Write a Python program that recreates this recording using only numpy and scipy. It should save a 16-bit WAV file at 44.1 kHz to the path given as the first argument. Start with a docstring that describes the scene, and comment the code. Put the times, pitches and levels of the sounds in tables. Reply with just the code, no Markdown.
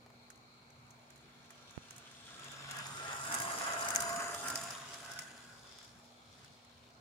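"""A garden-railway diesel rolls up amid insects, mains hum and low outdoor rumble, already rattling and hissing.
Gear trains knock in the plastic shell, the front motor sums shaft orders, wheel hiss is coloured noise.
Dull knocks come from stock further off; then noise bursts click as wheels cross joints and specks.
At about 1.8 s a pulse of pressure bumps the right microphone port. The train passes close between 3 and 5 s,
flanges grinding amid hoarse motor and gear notes (narrow noise bands), then runs off round a curve."""
import sys
import numpy as np
from scipy import signal
from scipy.fft import rfft, irfft, next_fast_len
from scipy.io import wavfile
from scipy.ndimage import uniform_filter1d, map_coordinates

SR = 44100
rng = np.random.default_rng(int(sys.argv[2]) if len(sys.argv) > 2 else 0)


def put_to_file(sound):
    """Save the sound as 16-bit audio at rate SR, in the file named by the first command-line argument."""
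    columns = np.atleast_2d(sound).T  # one column per channel
    safe = np.clip(columns, -1, 1)
    whole_steps = np.round(safe * 32767)
    wavfile.write(sys.argv[1], SR, whole_steps.astype(np.int16))


N = 308724

# stereo width of the train: freq_hz, side_minus_mid_db
TRAIN_WIDTH = [(60, -23), (150, -14.5), (380, -11), (950, -5), (2380, -2), (5980, -2.5), (15000, -2)]
# gearbox going by: nearest_s, level_db, distance_m, fall_per_doubling_db, ahead_over_abeam_db
GEARBOX_PASS = (3.75, -40.3, .43, 18.4, -1)


def amp(db):
    """Decibels to gain."""
    return 10 ** (np.asarray(db) / 20)


def unit(x):
    """Scale to rms 1."""
    return x / np.sqrt(np.mean(x ** 2) + 1e-20)


def along(points, hz):
    """Interpolate (Hz, value) points on a log frequency axis."""
    f, v = np.transpose(points)
    return np.interp(np.log(hz + 1), np.log(f + 1), v)


def curves(rows):
    """One value per sample for each column after the time in seconds."""
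    s, *cols = np.transpose(rows)
    return [np.interp(np.arange(N) / SR, s, c) for c in cols]


def wobble(knots_per_s):
    """A smooth random curve through normal-distributed knots."""
    knots = rng.standard_normal(int(N * knots_per_s / SR) + 4)
    return map_coordinates(knots, [np.arange(N) * knots_per_s / SR])


def swell(middle_s, half_s):
    """A smooth rise and fall of height 1."""
    return np.exp(-((np.arange(N) / SR - middle_s) / half_s) ** 2)


def filtered(x, response):
    """Multiply the spectrum of x by a response of frequency."""
    n = x.shape[-1]
    m = next_fast_len(2 * n)
    return irfft(rfft(x, m) * response(np.fft.rfftfreq(m, 1 / SR)), m)[..., :n]


def resonance(hz, centre_hz, width_hz):
    """Response of one damped mode."""
    damping = 1j * hz * width_hz
    return damping / (centre_hz ** 2 - hz ** 2 + damping)


def smooth_field(shape, bins, frames):
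    """Random field smoothed over frequency bins and time frames."""
    field = uniform_filter1d(rng.standard_normal(shape), size=bins, axis=0)
    return uniform_filter1d(field, size=frames, axis=1)


def noise(patchy_db):
    """Two noises whose level drifts, within bounds, in patches of time and frequency."""
    z = signal.stft(rng.standard_normal((2, N)), nperseg=1024)[2]
    field = smooth_field(z.shape[1:], bins=3, frames=14)
    patchy = z * amp(patchy_db * np.tanh(unit(field)))
    return unit(signal.istft(patchy, nperseg=1024)[1][:, :N])


def mid_side(mid, side):
    """Decode mid and side to stereo of rms 1."""
    return unit(np.array([mid + side, mid - side]))


def radiate(pair, spectrum, width):
    """Colour two signals and spread them as mid and side."""
    def response(hz):
        side_gain = amp(along(width, hz))
        return amp(along(spectrum, hz)) * np.array([np.ones_like(hz), side_gain])

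    return mid_side(*filtered(pair, response))


def pass_db(nearest_s, level_db, distance_m, fall_db, ahead_db=0):
    """Level of a part going by: falls with distance and may be thrown forward or back."""
    travel_m_per_s = 0.5
    past_m = travel_m_per_s * (np.arange(N) / SR - nearest_s)
    reach_m = np.hypot(past_m, distance_m)
    return level_db - fall_db * np.log2(reach_m / abs(distance_m)) - ahead_db * past_m / reach_m


def garden():
    """Distant rumble and air, slowly fading insect choruses and a mains hum."""
    # air colour: freq_hz, relative_db_per_hz
    air_colour = [(25, -29), (45, -9), (75, 1), (115, 3.5), (190, -2.5), (310, -7), (560, -4), (800, -5),
                  (1350, -12), (1900, -23.5), (3300, -26.5), (6000, -23.5), (10000, -32.5), (15800, -34.5)]
    # stereo width of the air: freq_hz, side_minus_mid_db
    air_width = [(60, -23), (180, -7), (550, -6.5), (1650, 6.5), (4970, 0), (15000, 2)]
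    # insect choruses: centre_hz, nominal_width_hz, start_level_db, fade_db_per_s
    insects = [(2270, 200, -72, .55), (4185, 300, -69.7, .1)]
    # mains hum: freq_hz, level_db
    hum = [(120, -78.5), (240, -70.5)]

    out = amp(-63.5 + 0.87 * wobble(6.1)) * radiate(noise(patchy_db=3.5), air_colour, air_width)
    t = np.arange(N) / SR
    for centre_hz, width_hz, start_db, fade_db_per_s in insects:
        mode = lambda hz: resonance(hz, centre_hz, 2 * width_hz) ** 2
        chorus = filtered(rng.standard_normal((2, N)), mode)
        level_db = start_db - fade_db_per_s * t + 1.1 * wobble(12) + 0.9 * wobble(2)
        out += amp(level_db) * unit(chorus)
    for hz, level_db in hum:
        out += np.sqrt(2) * amp(level_db + 1.2 * wobble(4.02)) * np.sin(2 * np.pi * hz * t)
    return out


def shaft(ratio, flutter):
    """Revolutions made by a motor whose speed flutters a little at random."""
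    # motor speed at ratio 1: time_s, revs_per_s
    speed = [(0, 137.5), (2.45, 138), (2.9, 137.5), (3.15, 136.4), (3.35, 137), (3.55, 136.6),
             (3.85, 136.7), (4.0, 137.4), (4.1, 136.9), (4.25, 138.3), (4.45, 138.4), (4.75, 137.5),
             (7, 137.4)]
    revs_per_s = ratio * curves(speed)[0] * (1 + flutter * wobble(28))
    return np.cumsum(revs_per_s) / SR


def rattle_swells():
    """The rattle swells and sinks, early on from another locomotive."""
    # middle_s, half_s, change_db
    swells = [(.3, .2, 6), (2.2, .2, -2.5), (2.74, .11, 3), (3.13, .05, 3), (3.22, .025, -3),
              (3.37, .05, 3.5), (3.49, .04, 2), (3.87, .05, 2.5), (4.06, .04, 1), (4.21, .03, 2),
              (4.39, .025, -5), (4.5, .07, 2.5), (4.69, .05, 2.5), (5.1, .1, 1.5), (5.55, .2, -3),
              (6.13, .15, -7), (6.43, .08, 3)]
    return sum(db * swell(s, half_s) for s, half_s, db in swells)


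def backlash(turns, scatter_db, jitter_s, ring_s):
    """Loose gears knock once a revolution; the shell scatters each knock."""
    at = np.flatnonzero(np.diff(np.floor(turns)))
    late, size = rng.standard_normal((2, len(at)))
    jittered = np.clip(at + jitter_s * SR * late, 0, N - 1).astype(int)
    impulses = np.bincount(jittered, amp(scatter_db * size), N)
    t = np.arange(SR // 20) / SR
    shell = rng.standard_normal((2, len(t))) * amp(-60 * t / ring_s)  # ring_s: decay by 60 dB
    return unit(signal.fftconvolve(impulses[None], shell, axes=1)[:, :N])


def clacks(per_s, scatter_db, ring_s):
    """Worn teeth catch at random, each with a short noise burst of its own colour."""
    t = np.arange(SR // 50) / SR
    at = np.flatnonzero(rng.random(N) < per_s / SR)
    size = amp(scatter_db * np.clip(rng.standard_normal(len(at)), -2, 2))
    bursts = rng.standard_normal((len(at), 2, len(t))) * amp(-60 * t / ring_s) * size[:, None, None]
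    where = (at[:, None] + np.arange(len(t))).ravel()
    return unit(np.array([np.bincount(where, bursts[:, port].ravel(), N)[:N] for port in range(2)]))


def gears(front, rear, swell_db):
    """Two gear trains knock and churn in the shell, throbbing with the axle; the chassis rumbles."""
    # shell and chassis colours: freq_hz, relative_db_per_hz
    shell_colour = [(260, -38), (450, -21), (513, -19.5), (630, -11), (678, -5), (761, -12), (1100, -4),
                    (1290, -6), (1390, -3), (2040, -11.5), (2250, -20), (2600, -14.5), (3200, -23),
                    (4160, -48), (7040, -120)]
    chassis_colour = [(25, -41), (50, -16.5), (110, -2.5), (190, -5), (270, -3.5), (340, -7), (420, -5),
                      (520, -10), (700, -5), (1100, -37)]
    # nearest_s, level_db, distance_m, fall_per_doubling_db, ahead_over_abeam_db
    chassis_pass = (3.85, -52, .5, 15, .5)

    knocking = sum(backlash(turns, scatter_db=3, jitter_s=.0001, ring_s=.014) for turns in (front, rear))
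    churn = noise(patchy_db=5.0) * amp(.6 * np.cos(2 * np.pi * front) + 1.3 * wobble(170))
    catching = clacks(per_s=70, scatter_db=2.2, ring_s=.018)
    mix = 0.32 * knocking + 0.45 * catching + churn

    axle = front / 20.0  # worm-drive reduction
    throb_db = 0.8 * np.cos(2 * np.pi * axle) + 0.7 * wobble(20)
    rattle_db = pass_db(*GEARBOX_PASS) + swell_db + throb_db
    rattle = amp(rattle_db) * radiate(mix, shell_colour, TRAIN_WIDTH)

    rumble_db = pass_db(*chassis_pass) + .6 * swell_db + 0.8 * wobble(25)
    rumble = amp(rumble_db) * radiate(noise(patchy_db=4), chassis_colour, TRAIN_WIDTH)
    return rattle + rumble


def noise_bands(drive, bands):
    """A rough drive feeds resonances, each swelling at its own moments."""
    out = np.zeros((2, N))
    for centre_hz, width_hz, swells in bands:
        # two equal stages narrow the peak, so each is made wider
        ring = filtered(drive(), lambda hz: resonance(hz, centre_hz, 1.5 * width_hz) ** 2)
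        level = sum(amp(db) * swell(s, half_s) for s, half_s, db in swells)
        out += level * mid_side(ring[0], amp(along(TRAIN_WIDTH, centre_hz)) * ring[1])
    return out


def hoarse_notes(turns):
    """Hoarse motor and gear notes: narrow noise bands that swell by turns, pulsing once a revolution."""
    # centre_hz, nominal_width_hz, [(middle_s, half_s, level_db), ..]
    note_bands = [(420, 45, [(4.1, .45, -62)]), (615, 55, [(3.6, .3, -59), (4.25, .3, -57)]),
                  (668, 30, [(3.24, .06, -57), (3.6, .1, -52), (4.6, .15, -57), (5.15, .22, -64)]),
                  (1095, 60, [(3.48, .05, -46.5), (3.7, .11, -50), (4.13, .11, -49.5), (4.65, .2, -61)]),
                  (1228, 50, [(3.15, .08, -55), (3.6, .2, -50.5), (4.15, .18, -49.5), (4.8, .35, -62)]),
                  (1335, 70, [(1.6, .7, -79), (2.4, .04, -60), (2.56, .05, -59), (3.28, .035, -51)]),
                  (1492, 60, [(2.7, .07, -57), (3.14, .04, -52), (3.34, .08, -47.5), (3.7, .07, -48.5),
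                  (3.9, .07, -45), (4.22, .1, -50), (4.49, .07, -54), (4.9, .1, -59), (5.14, .13, -55.5),
                  (5.45, .28, -64.5)]), (1637, 45, [(1.9, .6, -75), (2.5, .2, -62), (2.78, .05, -49.5),
                  (3.1, .1, -56), (3.37, .07, -45), (3.72, .14, -49.5), (4.05, .12, -54), (5.15, .2, -60),
                  (5.55, .22, -67.5)]), (2005, 50, [(3.37, .06, -54), (3.68, .08, -52.5), (4.02, .11, -53),
                  (4.4, .3, -64), (5.15, .3, -65.5)])]
    pulse = amp(3 * np.cos(2 * np.pi * turns) + 1.5 * wobble(30))
    return noise_bands(lambda: pulse * rng.standard_normal((2, N)), note_bands)


def tone(turns, order, level_db, waver_db):
    """One shaft order; its level wavers at random, a little differently at each port."""
    waver = waver_db * np.tanh(wobble(38) + np.array([wobble(14), wobble(14)]))
    return np.sqrt(2) * amp(level_db + waver) * np.sin(2 * np.pi * order * turns)


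def motor(turns, swell_db):
    """Five-pole motor: imbalance (order 1), pole hum (5), gear note (6), commutator (10), teeth (50 up)."""
    # loudest as each opening of the shell goes by: shaft_order, phase_play_revs, waver_db, swell_share,
    # [(nearest_s, level_db, distance_m, fall_per_doubling_db), ..]
    shaft_tones = [(1, .06, 3.8, 0, [(2.7, -58.5, .13, 12), (3.25, -58.3, .13, 14), (4.6, -64, .16, 7),
                   (1.2, -71, .25, 8)]), (5, .009, 2.3, 0, [(3.32, -51, .05, 16), (3.47, -46.5, .03, 14),
                   (3.72, -47.5, .07, 15), (4.11, -42.3, .13, 18), (4.46, -50, .025, 13),
                   (4.62, -55, .03, 12), (4.98, -59, .07, 13), (2.3, -73, .2, 9)]),
                   (6, .02, 3.8, 0, [(3.13, -56, .04, 9), (3.7, -56, .1, 13), (4.42, -56, .04, 9)]),
                   (10, .006, 3, .4, [(2.72, -57, .03, 12), (3.04, -48.5, .05, 12), (3.19, -46.5, .06, 14),
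                   (3.8, -46.5, .1, 15), (4.5, -49, .06, 14), (1.9, -72.5, .25, 11)]),
                   (50, .0013, 3.8, 0, [(2.95, -61, .2, 9.5), (4.07, -50, .045, 14), (4.24, -51.5, .05, 14),
                   (4.6, -55.5, .07, 14), (5.5, -74, .14, 12)]), (55, .0022, 3.8, 0, [(2.6, -72, .2, 13)]),
                   (60, .002, 3.8, 0, [(2.2, -78, .14, 12), (3.05, -65, .12, 14)]),
                   (65, .0017, 3.8, 0, [(2.35, -74.5, .16, 13), (2.9, -67, .12, 14)]),
                   (70, .0014, 3.8, 0, [(4, -61, .25, 16)]), (80, .0022, 3.8, 0, [(1.7, -87, .25, 12)]),
                   (100, .0018, 3.8, 0, [(2.4, -84, .25, 12)])]
    out = np.zeros((2, N))
    for order, play_revs, waver_db, swell_share, openings in shaft_tones:
        # play in the gears shakes the phase, faster for the higher orders
        shaken = turns + play_revs * wobble(26 * order ** .45)
        power = sum(amp(pass_db(*opening)) ** 2 for opening in openings)
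        level_db = 10 * np.log10(power) + swell_share * swell_db
        out += tone(shaken, order, level_db, waver_db)
    return out


def grit_crunch():
    """Gain flecked by random specks of fine grit, each dying away in about a millisecond."""
    specks_per_s, decay_s = 110, 0.0012
    size_db = 3.95 * np.minimum(rng.exponential(size=N), 3)
    specks = (rng.random(N) < specks_per_s / SR) * amp(size_db)
    t = np.arange(SR // 50) / SR
    return 1 + 0.68 * signal.fftconvolve(specks, np.exp(-t / decay_s))[:N]


def scraped(x, depth_db):
    """Brief, broad flecks of colour as the point of contact wanders over the tread."""
    z = signal.stft(x, nperseg=256)[2]
    flecks = smooth_field(z.shape[1:], bins=5, frames=7)
    return signal.istft(z * amp(depth_db * np.tanh(unit(flecks))), nperseg=256)[1][:, :N]


def tread_hiss(grit, swell_db):
    """Front and rear treads hiss on the rails; the hiss briefly swells and sinks."""
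    # hiss colour: freq_hz, relative_db_per_hz
    hiss_colour = [(2350, -41), (3900, -10.5), (4340, -16), (4810, -3), (5360, -8), (6450, -4.5),
                   (6670, -6), (6950, 2.5), (7270, -5), (9690, -7.5), (12700, -19.3), (14700, -23),
                   (15800, -33)]
    # nearest_s, level_db, distance_m, fall_per_doubling_db, ahead_over_abeam_db
    front_tread_pass = (3.38, -45.6, .2, 14.8, 0)
    rear_tread_pass = (4.18, -44.8, .34, 17.2, 0)
    # middle_s, half_s, change_db
    hiss_swells = [(1.35, .12, -2), (2.6, .07, -3.5), (3.1, .14, -3), (3.62, .1, 2), (3.85, .08, 1),
                   (4.04, .05, 1), (4.22, .07, -3), (4.83, .08, -3.5), (6.37, .06, 4)]

    treads = np.hypot(amp(pass_db(*front_tread_pass)), amp(pass_db(*rear_tread_pass)))
    hiss_db = sum(db * swell(s, half_s) for s, half_s, db in hiss_swells)
    level = treads * amp(hiss_db + .25 * swell_db + 0.6 * wobble(18))
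    rough = noise(patchy_db=3.5) * grit
    return level * radiate(scraped(rough, depth_db=2.5), hiss_colour, TRAIN_WIDTH)


def flanges(grit, swell_db):
    """Flanges rub along the rail and grind as they bite into its side."""
    # rub colour: freq_hz, relative_db_per_hz
    rub_colour = [(1100, -27), (1900, -3.5), (2500, -0.5), (3000, 1), (3600, 2.5), (4300, -9), (5200, -3.5),
                  (6500, -11), (8000, -12), (12000, -38)]
    # nearest_s, level_db, distance_m, fall_per_doubling_db, ahead_over_abeam_db
    front_flange_pass = (2.95, -52, .33, 13, 0.5)
    rear_flange_pass = (4.75, -55, .22, 13, -1)
    # middle_s, half_s, rub_db, grind_db
    grinds = [(1.62, .1, -70, -80), (2.73, .06, -55, -70), (3.35, .08, -58, -70), (3.68, .1, -51, -60),
              (4.4, .08, -55, -68), (4.68, .1, -64, -58), (4.95, .13, -59, -58), (5.17, .08, -60, -60),
              (5.45, .22, -72, -70), (5.77, .13, -67, -62), (6.02, .1, -73, -77), (6.4, .2, -75, -73),
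              (6.5, .9, -70, -78)]

    passes = [amp(pass_db(*front_flange_pass)), amp(pass_db(*rear_flange_pass))]
    bites = [amp(rub_db) * swell(s, half_s) for s, half_s, rub_db, _ in grinds]
    rub_level = np.linalg.norm(passes + bites, axis=0) * amp(.3 * swell_db + .9 * wobble(16))
    rough = noise(patchy_db=3.5) * grit
    rub = rub_level * radiate(scraped(rough, depth_db=2.5), rub_colour, TRAIN_WIDTH)

    pressure = sum(amp(grind_db) * swell(s, half_s) for s, half_s, _, grind_db in grinds)
    rough = noise(patchy_db=3.5) * grit
    grind = unit(filtered(rough, lambda hz: resonance(hz, centre_hz=5200, width_hz=1900) ** 2))
    return rub + pressure * amp(1.6 * wobble(45)) * grind


def wheel_singing(grit):
    """Wheels sing hoarsely as they slip in the curves: gritty noise through their modes."""
    # centre_hz, nominal_width_hz, [(middle_s, half_s, level_db), ..]
    wheel_modes = [(3480, 380, [(1.6, .5, -74), (2.35, .28, -63.5), (5.4, .1, -70), (5.75, .14, -63),
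                   (6.3, .4, -70)]), (4900, 450, [(3.62, .13, -56), (5.5, .15, -71), (5.77, .11, -66)]),
                   (5840, 280, [(1.7, .28, -71), (2.3, .25, -70)])]
    return noise_bands(lambda: grit * rng.standard_normal((2, N)), wheel_modes)


def rolling(swell_db):
    """Treads, flanges and singing wheels crunch the same grit."""
    grit = grit_crunch()
    return tread_hiss(grit, swell_db) + flanges(grit, swell_db) + wheel_singing(grit)


def stock_knocks(decay_s, width_hz):
    """Rolling stock further off: short blows into one broad resonance of a plastic car body."""
    # start_s, peak_db, centre_hz
    stock_blows = [(0.062, -47.5, 790), (0.102, -48.5, 850)]
    out, t = np.zeros((2, N)), np.arange(SR // 10) / SR
    for s, peak_db, centre_hz in stock_blows:
        burst = rng.standard_normal(len(t)) * amp(-60 * t / decay_s)
        blow = filtered(burst, lambda hz: resonance(hz, centre_hz, width_hz))
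        out[:, round(s * SR):][:, :len(t)] += amp(peak_db) * blow / np.abs(blow).max()
    return out


def contacts():
    """Wheel blows (start_s, level_db, ring_db, body_db, left_minus_right_db): joints, lone clicks, specks."""
    # axle over a joint: start_s, level_db, second_over_first_db, ring_boost_db, body_knock_db,
    # left_minus_right_db
    rail_joints = [(0.3022, -42.5, -22, 5, 7, -1), (0.357, -54, -6, 3, 5, -1), (0.703, -52, -15, 3, 6, 0),
                   (0.906, -49.5, -15, 12, 1, 0), (1.104, -47, -20, -4, 9, -3),
                   (1.1588, -53, -5, -4, 2, -5), (1.505, -44, -18, 0, 8, -1),
                   (1.7075, -46.5, -15, 4, 5, -4), (1.9071, -39, -18, 3, 6, -5),
                   (1.9624, -43.5, 1, -4, -3, -3), (2.4436, -42, -12, -2, 0, -2),
                   (2.516, -41.5, -12, -2, 5, -4), (2.7107, -31.5, -20, -2, 6, 3),
                   (2.7673, -38, 1, -2, 2, -6), (2.8673, -37.5, -12, 0, 3, -7),
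                   (3.25, -35, -4, -10, -4, -4), (3.3236, -28.5, 7.5, -1, 0, 0),
                   (3.4005, -27, -1, -12, -2, -2), (3.585, -31, -15, -3, -1, -6),
                   (3.734, -31, -15, 6, 6, -3), (3.8863, -24.5, -1, 0, -5, 3),
                   (3.9489, -25.5, -15, -3, -1, -3), (3.9597, -13.5, -25, 2, -1, 7),
                   (4.0036, -23.5, -2.5, -8, -5, 0), (4.345, -31.5, -15, 0, 3, -1),
                   (4.4826, -26.5, -.5, -2, -5, 0), (4.5559, -22.5, -8.5, 12, 3, -1),
                   (4.6367, -33.5, -15, -7, -4, -7), (4.7057, -34.5, -15, 9, 1, 4),
                   (5.1163, -35, -15, 4, -2, 3), (5.1896, -29, -20, 5, 3.5, 2), (5.2195, -41, -15, 8, 2, 6),
                   (5.8277, -48, -1, 2, 1, 2), (6.4448, -47, -15, 2, 8, 0)]
    # lone clicks and after-blows of the wheels: start_s, level_db, ring_boost_db, body_knock_db
    single_clicks = [(2.1131, -48, 0, 0), (2.3945, -42, 0, 10), (3.3475, -25, -3, -8), (3.8087, -33, 0, 0),
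                     (3.963, -27, -6, 4), (4.0926, -31, 0, 0), (4.161, -32, 0, 3), (4.6124, -34, 0, 0),
                     (4.9397, -39, 4, 2), (5.135, -41, 4, 0), (5.785, -46, 2, 6), (6.648, -55, 4, 3)]
    stagger_s = 0.0183  # from the joint in one rail to the joint in the other
    ticks_per_s, tick_db, tick_scatter_db, tick_fall_db = 6, -43, 2, 12  # specks on the rails

    blows = []
    for s, db, second_db, *colour in rail_joints:
        blows += [(s, db, *colour), (s + stagger_s, db + second_db, *colour)]
    blows += [(*click, 0) for click in single_clicks]
    nearest_s, _, distance_m, *_ = GEARBOX_PASS
    ticks_db = pass_db(nearest_s, tick_db, distance_m, tick_fall_db)
    ticks_db = ticks_db + tick_scatter_db * rng.uniform(-1, 1, N)
    at = np.flatnonzero(rng.random(N) < ticks_per_s / SR)
    return blows + [(i / SR, ticks_db[i], 0, 0, 0) for i in at]


def wheel_clicks(decay_s, rise_share, bounce_s, bounce_db, tail_s, tail_db, ring_width_hz):
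    """Wheels click at rail joints, on specks and singly: noise bursts with a bounce and a brief ring."""
    # click colour: freq_hz, gain_db
    click_colour = [(300, -16), (1400, 2.5), (2800, -4.5), (4200, -9), (5000, -2.5), (7200, 2.5),
                    (10000, -1.5), (12500, -7.5), (15500, -13)]
    ring_ahead_hz, ring_behind_hz, ring_turn_s = 6330, 5100, 3.99  # heard from front, then from behind
    out, t = np.zeros((2, N + SR)), np.arange(SR // 10) / SR
    for s, db, ring_db, body_db, pan_db in contacts():
        ring_hz = ring_ahead_hz if s < ring_turn_s else ring_behind_hz
        # a really hard blow is a cleaner, shorter strike that sets the whole wheel ringing
        hard = np.clip((db + 22.5) / 5, 0, 1)
        length_s = decay_s * (1 - hard / 2)
        contact = lambda u: (1 - np.exp(-u / (rise_share * length_s))) * amp(-60 * u / length_s)
        bounce = contact(np.maximum(t - bounce_s * rng.uniform(0.56, 1.4), 0))
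        tail = amp(tail_db - 60 * t / tail_s)
        shape = contact(t) + (amp(bounce_db) * bounce + tail) * amp(-12 * hard)

        wheel = lambda hz: 1 + amp(ring_db + 9 * hard) * resonance(hz, ring_hz, ring_width_hz)
        body = lambda hz: body_db / (1 + (hz / 4000) ** 4)
        colour = lambda hz: amp(along(click_colour, hz) + body(hz)) * wheel(hz)
        click = filtered(shape * rng.standard_normal((2, len(t))), colour)
        click /= np.abs(click).max(axis=1, keepdims=True)
        port_db = db + 2 + np.array([[pan_db], [-pan_db]]) / 2
        out[:, round(s * SR):][:, :len(t)] += amp(port_db) * click
    return out[:, :N]


def passing(pair):
    """The lead of one port over the other swings as the locomotive goes by."""
    # time_s, left_lead_s
    bearing = [(0, .00011), (2.3, .0001), (3.2, .00025), (3.7, .00028), (4.25, .00013), (4.75, -.00003),
               (7, 0)]
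    half = curves(bearing)[0] * SR / 2
    left, right = pair
    shifted = lambda x, shift: map_coordinates(x, [np.arange(N) + shift], order=5)
    return np.array([shifted(left, half), shifted(right, -half)])


def port_colour(pair):
    """The two ports differ in response; each takes half the difference."""
    # freq_hz, left_minus_right_db
    port_balance = [(150, 0), (700, 0), (1250, -3.5), (1800, -0.5), (2700, 4.5), (4200, 1.5), (6400, 1.5),
                    (9300, -3), (15000, -3)]
    return filtered(pair, lambda hz: amp(np.outer([1, -1], along(port_balance, hz)) / 2))


def bump(at_s, db, decay_s, low_hz):
    """A single push of pressure on the right port, without its deepest bass."""
    t = np.arange(N) / SR - at_s
    push = (t > 0) * np.exp(-np.abs(t) / decay_s)
    push = filtered(push, lambda hz: hz ** 4 / (hz ** 4 + low_hz ** 4) / (1 + 1j * hz / 1800))
    return np.outer([0, 1], amp(db) * push)


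def scene():
    """Locomotive and garden, coloured by the two ports, plus the bump."""
    front, rear = shaft(ratio=1, flutter=0.00176), shaft(ratio=1.09, flutter=0.01211)
    swell_db = rattle_swells()
    train = gears(front, rear, swell_db) + hoarse_notes(front) + motor(front, swell_db) + rolling(swell_db)
    train += wheel_clicks(decay_s=0.0089, rise_share=0.18, bounce_s=0.0028, bounce_db=-7.5,
                          tail_s=0.11, tail_db=-24, ring_width_hz=760)
    around = garden() + stock_knocks(decay_s=0.03, width_hz=210)
    heard = port_colour(passing(train) + around)
    return heard + bump(at_s=1.778, db=-23.0, decay_s=0.0048, low_hz=72)


def record(dry):
    """Sharp band limit: nothing is kept from top_hz up."""
    top_hz = 15800
    return filtered(dry, lambda hz: hz < top_hz)


dry = scene()
out = record(dry)
put_to_file(out)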